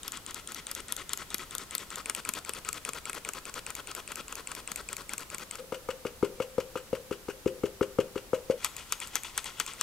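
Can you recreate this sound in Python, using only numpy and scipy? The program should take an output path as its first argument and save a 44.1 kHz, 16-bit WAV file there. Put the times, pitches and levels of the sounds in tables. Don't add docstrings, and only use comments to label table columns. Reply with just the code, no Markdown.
import sys
import numpy as np
from scipy import signal
from scipy.fft import rfft, irfft
from scipy.io import wavfile

SR = 44100
rng = np.random.default_rng(int(sys.argv[2]) if len(sys.argv) > 2 else 0)


def ratio(d):
    e = np.asarray(d, float) / 20
    return 10 ** e


def store_wav(level_fs):
    pcm = np.round(np.clip(np.atleast_2d(level_fs), -1, 1) * 32767)
    wavfile.write(sys.argv[1], SR, pcm.T.astype(np.int16))


N = 433062

# (f/Hz, level/dB per Hz)
RUMBLE_COLOUR = [(20, 3), (60, 8), (150, 0), (300, -3.5), (500, -3.5), (750, -8.5), (1300, -12),
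                 (2500, -22.5)]
HISS_COLOUR = [(200, -4.5), (1500, -5.5), (3600, -7), (8000, -8.5), (12000, -10), (15600, -12),
               (15900, -26)]
# (start t/s, scrape decay t60/s, low ring f/Hz, scrape colour [(f/Hz, level/dB per Hz)])
POSITIONS = [(0, 0.032, 3380, [(88, -48), (150, -7.5), (328, -2.5), (774, -14.5), (1310, -0.5),
             (1630, -12.5), (2500, -12), (2760, -10), (3920, -9), (7920, -10), (12400, -22.5),
             (16000, -49)]), (1.97, 0.023, 2450, [(88, -57), (150, -7), (504, -3), (790, -11), (1260, 0.5),
             (1790, -14), (2140, -16), (2550, -11), (3770, -11.5), (4410, -9), (8400, -13.5),
             (16000, -22)]), (8.6, 0.067, 2480, [(88, -36), (150, -9), (244, -10), (475, -3.5), (649, -10),
             (888, -3.5), (1360, 1), (1660, -11.5), (2920, -2.5), (3550, -3.5), (8230, -2.5),
             (16000, -26)])]
DRAG_LIMITS_S = [2.015, 5.6, 10]

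# (t/s, peak level/dB, palm level/dB, finger snap level/dB, rattle delay t/s)
SLAPS = [(5.55, -19, -28, -20, 0.022), (5.722, -23, -17.5, -2, 0.024), (5.888, -21, -25, -4.5, 0.019),
         (6.051, -23.5, -12.5, -5.5, 0.017), (6.227, -15, -10, -9, 0.022), (6.401, -19, -27.5, -4.5, 0.022),
         (6.581, -18.5, -17.5, -7.5, 0.023), (6.756, -24, -14, -3, 0.019), (6.929, -18.5, -21, -12, 0.023),
         (7.11, -32.5, -4, 2, 0.018), (7.284, -24.5, -14, -9.5, 0.018), (7.459, -17, -11, -14.5, 0.018),
         (7.635, -18.5, -11, -12, 0.023), (7.81, -17.5, -9.5, -6, 0.019), (7.986, -18.5, -12, -4, 0.018),
         (8.157, -27.5, -6.5, -4.5, 0.021), (8.332, -16, -45, -11, 0.015), (8.498, -12, -45, -16, 0.013)]
# (f/Hz, level/dB, decay t60/s)
PALM_MODES = [(70, 5, 0.025), (269, -22, 0.11), (337, -9, 0.11), (356.6, 2.5, 0.088), (397.5, 13, 0.074),
              (412, -17, 0.11)]
HAND_MODES = [(436.6, -20.5, 0.22), (507.4, 4, 0.056), (524.6, -8.5, 0.13), (605, -14.5, 0.18),
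              (517, -21, 0.44)]
FINGER_MODES = [(974, -8.5, 0.044), (1212, -9.5, 0.063), (1312, 2, 0.022), (1340, -44.5, 0.013),
                (2167, -6.5, 0.08)]
# (f/Hz, level/dB per Hz)
RATTLE_COLOUR = [(410, -17), (700, -10), (814, -6.5), (1380, -2), (1980, -15.5), (2580, -7), (2890, -2),
                 (3400, -14), (4650, -10), (8070, -9.5), (9370, -15.5), (14000, -17.5)]
# (f/Hz, decay t60/s, level/dB)
WALL_RINGS = [(1130, 0.015, -11), (1191, 0.01, -11), (2015, 0.0057, -4), (2450, 0.0081, -6.5),
              (2977, 0.01, -10.5), (3287, 0.011, -9), (4730, 0.062, -24.5)]

# (t/s, peak level/dB)
GRIPS = [(0.032, -24.5), (0.2634, -25), (0.4741, -23), (0.668, -21.5), (0.883, -27.5), (1.0927, -21.5),
         (1.3036, -25.5), (1.509, -26.5), (1.709, -26), (1.904, -24), (2.058, -21), (2.2504, -22),
         (2.4485, -28), (2.6486, -25.5), (2.85, -20.5), (3.0544, -23), (3.249, -22), (3.4536, -25),
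         (3.6646, -21.5), (3.872, -25.5), (4.0766, -25.5), (4.2812, -27.5), (4.4724, -22.5),
         (4.6754, -21.5), (4.8881, -22.5), (5.093, -23), (5.301, -28), (5.5107, -22.5)]
# (t/s, peak level/dB, hardness level/dB, level/dB of the drag before it)
STOPS = [(0.0792, -23.5, 5, -47), (0.3084, -28, -2, -46), (0.5197, -28, 2, -48), (0.714, -21.5, 2, -48),
         (0.9227, -17.5, 4, -47), (1.1331, -17, 3, -47), (1.3435, -17, 4.5, -47), (1.5508, -19.5, 2.5, -48),
         (1.751, -19.5, 6, -46.5), (1.945, -49, -3.5, -45.5), (2.0973, -12.5, -11, -47.5),
         (2.2903, -15, -2, -45), (2.4935, -17.5, -5, -46.5), (2.6886, -15, -10, -45),
         (2.8905, -18.5, -8, -43.5), (3.0966, -19, -11, -44), (3.2889, -18, -8, -46.5),
         (3.495, -31, -18, -45.5), (3.704, -22, -6, -46), (3.914, -24.5, -21, -45.5),
         (4.1185, -22, -4, -45.5), (4.3251, -22.5, -8, -49.5), (4.5165, -20.5, -10, -47),
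         (4.717, -20, -2, -49), (4.9294, -20.5, -6, -49), (5.1347, -19, -3.5, -46.5),
         (5.3457, -22, -6, -46), (5.5548, -25.5, -6, -48.5)]
# the same columns, then extra low ring level/dB
LATE_STOPS = [
    (8.646, -13, 1, -46, 11.5),
    (8.923, -12.5, -1.5, -53, 3),
    (9.1551, -12, 0, -48.5, -16),
    (9.3773, -14, -2, -51, -12),
    (9.5992, -12.5, -4, -49, -12),
    (9.8111, -13, -2.5, -50.5, 2),
]
# (t/s, peak level/dB, hardness level/dB, level/dB of the drag after it)
RELEASES = [(0.1199, -22.5, -6, -44), (0.3442, -24, 1.5, -46), (0.546, -28, 4, -45), (0.75, -23, 1.5, -44),
            (0.965, -22, -2, -43.5), (1.1742, -24, 0, -43.5), (1.382, -26.5, 1, -44),
            (1.5818, -22.5, -1, -44.5), (1.7806, -19.5, -12, -45), (1.957, -23, -4, -42.5),
            (2.149, -18, -5.5, -42), (2.3369, -20.5, -5, -40), (2.5352, -22, -28, -42.5),
            (2.7289, -21.5, 0, -42.5), (2.9336, -22, -16, -42.5), (3.1307, -21, -19, -42),
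            (3.3347, -25.5, -1, -42.5), (3.5403, -26.5, -1.5, -41.5), (3.7516, -25, 1.5, -44.5),
            (3.9499, -22.5, -1.5, -43), (4.1566, -24.5, -1, -43), (4.354, -28.5, 4, -44.5),
            (4.55, -26.5, 1.5, -44), (4.7589, -22, -1.5, -44), (4.9666, -24, 1.5, -45.5),
            (5.1799, -22, -2, -45.5), (5.3825, -25.5, -1.5, -44.5), (5.572, -44, 1, -48)]
LATE_RELEASES = [(8.766, -24, -2, -51), (9.0016, -23.5, -6.5, -45), (9.2342, -24, -5, -47.5),
                 (9.443, -24, -5, -44.5), (9.6635, -24.5, -5, -47)]
# (t/s, peak level/dB, hardness
# level/dB)
STRAYS = [(0.172, -27.5, -19), (0.8032, -32, -23), (1.983, -35, 4), (3.1493, -35, 7), (4.3814, -39.5, -13),
          (5.2061, -35, 5), (8.623, -39.5, -13), (9.0728, -29, -2), (9.0817, -36, -12), (9.7349, -28, -25)]
# (start t/s, end t/s, start level/dB, end level/dB)
FIRST_DRAG = [(8.574, 8.603, -53, -55)]

# (start t/s and end t/s counted from the click, swell level/dB)
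SQUEEZE_MOTION = [(-0.0352, 0.0012, -2), (-0.036, 0.0015, 2.5), (-0.033, 0.01, 24)]
RETURN_MOTION = [(.01, .054, -1), (.011, .052, 4), (.011, .065, -15.5)]
# (bright ring f/Hz, low ring level/dB)
GRIP_TONE = [(7830, -8.5), (7950, -6.5), (7900, -7.5)]
STOP_TONE = [(7850, -14), (7700, -12), (7270, -20.5)]
RELEASE_TONE = [(7000, -11.5), (7200, -8.5), (7300, -10)]
STRAY_TONE = [(8100, -6), (7440, -5.5), (7580, -16)]
# trickling flour, cup body in a stop, wire bounce after a release (level/dB)
FLOUR_DB = [-64.5, -66, -58]
STOP_BODY_DB = [-15.5, -11, -9]
BOUNCE_DB = [-29, -12, -19]

RUMBLE_DB, HISS_DB = -56, -53
LEFT_DB, RIGHT_DB = 2.5, -3.5
KITCHEN_DB, KITCHEN_T60_S, BRIGHT_T60_S = -20, 0.47, 0.16
SLAPS_START_S, SLAPS_END_S = 5.59, 8.585
RATTLE_DB, RATTLE_FOLLOWS = -34.5, 0.33
GRIP_HARD_DB, RELEASE_HZ_PER_DB = -26, -78
CLICK_RISE_S, BOUNCE_S = 0.00025, 0.014


def decay(t, t60):
    return ratio(-60 * t / t60)


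def colour(x, points):
    hz, level_db = np.transpose(points)
    grid = np.arange(1, 2050) * SR / 4096
    cepstrum = irfft(np.log(ratio(np.interp(np.log(grid), np.log(hz), level_db))))
    cepstrum[1:2048] *= 2
    cepstrum[2049:] = 0
    kernel = irfft(np.exp(rfft(cepstrum)))
    return signal.oaconvolve(x, kernel / np.sqrt(np.sum(kernel ** 2)))[:len(x)]


def band(x, low_hz, high_hz):
    return signal.sosfilt(signal.butter(2, [low_hz, high_hz], "band", fs=SR, output="sos"), x)


def ring(x, hz, t60):
    radius, angle = decay(1 / SR, t60), 2 * np.pi * hz / SR
    return signal.lfilter([0, np.sin(angle)], [1, -2 * radius * np.cos(angle), radius * radius], x)


def add(out, s, piece):
    i = round(s * SR)
    out[i:i + len(piece)] += piece[:N - i]


def position(s):
    return sum(s >= row[0] for row in POSITIONS[1:])


def background():
    shared, *own = [colour(n, RUMBLE_COLOUR) for n in rng.standard_normal((3, N))]
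    hiss = [colour(n, HISS_COLOUR) for n in rng.standard_normal((2, N))]
    rumble = shared * ratio([[1.0], [-1.0]]) + 0.32 * np.array(own)
    return ratio(RUMBLE_DB) * rumble + ratio(HISS_DB) * np.array(hiss)


def kitchen(x):
    t = np.arange(SR // 2) / SR
    noise = rng.standard_normal((5, len(t)))
    tails = []
    for k, side_db in enumerate([LEFT_DB, RIGHT_DB]):
        dull = ratio(side_db) * noise[4] + 0.22 * noise[k]
        dull = colour(dull, [(100, -7.0), (1200, -8.0), (4000, -11.5)])
        bright = 1.3 * noise[2 + k]
        tail = dull * decay(t, KITCHEN_T60_S) + bright * decay(t, BRIGHT_T60_S)
        tails.append(signal.oaconvolve(x, 0.036 * tail * np.minimum(t / 0.0021, 1))[:N])
    return np.array(tails)


def placed(x):
    direct = np.array([ratio(LEFT_DB) * x, ratio(RIGHT_DB) * np.roll(x, 1)])
    return direct + ratio(KITCHEN_DB) * kitchen(x)


def grit(per_cycle, spread_db):
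    out, edges = 0, 110 * 2 ** np.arange(0, 7.6, 0.5)
    for low_hz, high_hz in zip(edges, edges[1:]):
        sizes_db = spread_db * np.minimum(rng.exponential(1, N), 4)
        sizes = ratio(sizes_db) * rng.choice([-1, 1], N)
        catches = sizes * (rng.random(N) < (per_cycle * low_hz + 250) / SR)
        out = out + band(catches / np.std(catches), low_hz, high_hz)
    return out / np.std(out)


def cup_wall(x):
    out = x + 1e-18
    rings = 0
    for k, (hz, t60, level_db) in enumerate(WALL_RINGS):
        gain = ratio(level_db) * np.sqrt(4 * np.log(1000) / (t60 * SR))
        rings = rings + (-1) ** k * gain * ring(out, hz, t60)
    return out + rings


def slap_boom():
    boom, t = np.zeros(N), np.arange(SR // 2) / SR
    for s, peak_db, palm_db, finger_db, _ in SLAPS:
        # (modes, push level dB, push width s)
        hits = [(PALM_MODES, palm_db + 3.0, 0.0016), (HAND_MODES, 0, 0.0012),
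                (FINGER_MODES, finger_db, 0.0004)]
        for modes, hit_db, width in hits:
            push = np.exp(-0.5 * ((t - 2.37 * width) / (0.34 * width)) ** 2)
            for hz, level_db, t60 in modes:
                luck = rng.standard_normal()
                piece = ring(-push / push.sum(), hz * (1 + 0.0086 * luck), t60)
                add(boom, s - 0.001, ratio(peak_db + hit_db + level_db + 3.4 * luck) * piece)
    return boom


def settling_flour():
    slosh, t = np.zeros(N), np.arange(SR // 2) / SR
    for s, peak_db, *_ in SLAPS:
        add(slosh, s, ratio(peak_db - 23) * decay(t, 0.41) * np.minimum(t / 0.004, 1))
    air = band(rng.standard_normal(N), 487, 535.5)
    return slosh * air / np.std(air)


def wire_rattle():
    shake, t = np.zeros(N), np.arange(SR // 2) / SR
    for s, peak_db, _, finger_db, delay in SLAPS:
        jump = ratio(-1.5) * decay(t, 0.074) * np.minimum(t / 0.00065, 1)
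        fall = decay(t - delay, 0.082) * np.clip((t - delay) / 0.0056 + 1, 0, 1)
        add(shake, s, ratio(RATTLE_DB + RATTLE_FOLLOWS * (peak_db + finger_db)) * (jump + fall))
    return colour(cup_wall(shake * grit(per_cycle=0.48, spread_db=3.0)), RATTLE_COLOUR)


def slaps():
    return band(slap_boom() + settling_flour(), 153, 9000) + wire_rattle()


def drags(table, motion):
    rows = []
    for s, _, _, drag_db, *_ in table:
        start, end, swell_db = motion[position(s)]
        cut = min(limit for limit in DRAG_LIMITS_S if limit > s)
        rows.append((s + start, min(s + end, cut), drag_db - swell_db / 2, drag_db + swell_db / 2))
    return rows


def squeezes():
    return drags(STOPS + LATE_STOPS, SQUEEZE_MOTION)


def returns():
    return drags(RELEASES + LATE_RELEASES, RETURN_MOTION)


def contacts():
    grips = [(s, peak_db, GRIP_HARD_DB) for s, peak_db in GRIPS]
    # (events, tone, bright ring Hz per dB of hardness, is a stop)
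    kinds = [(grips, GRIP_TONE, 0, False), (STOPS + LATE_STOPS, STOP_TONE, 0, True),
             (RELEASES + LATE_RELEASES, RELEASE_TONE, RELEASE_HZ_PER_DB, False),
             (STRAYS, STRAY_TONE, 0, False)]
    rows = []
    for table, tone, slope, stop in kinds:
        for s, peak_db, hard_db, *more in table:
            bright_hz, low_db = tone[position(s)]
            extra_low_db = sum(more[1:])
            rows.append((s, peak_db, bright_hz + slope * hard_db, low_db + extra_low_db, hard_db, stop))
    return rows


def clicks():
    out, t = np.zeros(N), np.arange(SR // 25) / SR
    homing = [(end, end_db + 5.5, 8000, -14, -20, False)
              for (_, end, _, end_db) in returns()]
    bounces = [(s + BOUNCE_S, peak_db + BOUNCE_DB[position(s)], 7200, -12, -3, False)
               for s, peak_db, *_ in RELEASES + LATE_RELEASES]
    burst = np.minimum(t / CLICK_RISE_S, 1) * decay(np.maximum(t - 0.0012, 0), 0.0069)
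    burst = burst * (1 + 1.18 * decay(t, 0.0032))
    for s, peak_db, bright_hz, low_db, hard_db, stop in contacts() + homing + bounces:
        k = position(s)
        layers = [(bright_hz, 0.2 if stop else 0.12, 0),   # (Hz, relative width, dB)
                  (POSITIONS[k][2], 0.13, low_db - 0.5),
                  (11400, 0.14, hard_db - 1.5),
                  (1300, 0.2, STOP_BODY_DB[k] if stop else -26),
                  (4700, 0.25, max(low_db, hard_db) - 8.5)]
        for hz, width, level_db in layers:
            chatter = rng.standard_normal(len(t)) * burst
            piece = band(chatter, hz / (1 + width), hz * (1 + width))
            add(out, s - 0.0002, ratio(peak_db + level_db - 1.5) * piece / np.abs(piece).max())
    return out


def scrape():
    drag, t = np.zeros((3, N)), np.arange(SR // 4) / SR
    for start, end, start_db, end_db in squeezes() + returns() + FIRST_DRAG:
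        k = position(end)
        level_db = np.interp(t, [0, end - start], [start_db, end_db])
        coast = decay(np.maximum(t - (end - start), 0), POSITIONS[k][1])
        add(drag[k], start, ratio(level_db - 3.5) * coast * np.minimum(t / 0.002, 1))
    for s, peak_db, *_, stop in contacts():
        add(drag[position(s)], s, ratio(peak_db - (23 if stop else 29)) * decay(t, 0.046))
    starts = [round(row[0] * SR) for row in POSITIONS]
    ends = [starts[1], round(SLAPS_START_S * SR), N]
    for k in range(3):
        drag[k, starts[k]:ends[k]] += ratio(FLOUR_DB[k])
    catches = grit(per_cycle=0.18, spread_db=2.5)
    return sum(colour(cup_wall(catches * drag[k]), POSITIONS[k][3]) for k in range(3))


def scene():
    t = np.arange(N) / SR
    fade = np.clip(np.minimum(t - SLAPS_START_S, SLAPS_END_S - t) / 0.019 + 0.5, 0, 1)
    return background() + fade * placed(slaps()) + placed(scrape() + clicks())


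def band_limit(x):
    return signal.sosfilt(signal.butter(12, 16800, fs=SR, output="sos"), x)


def record(dry):
    cut = signal.cheby2(12, 70, 17000, fs=SR, output="sos")
    return band_limit(signal.sosfilt(cut, dry))


dry = scene()
out = record(dry)
store_wav(out)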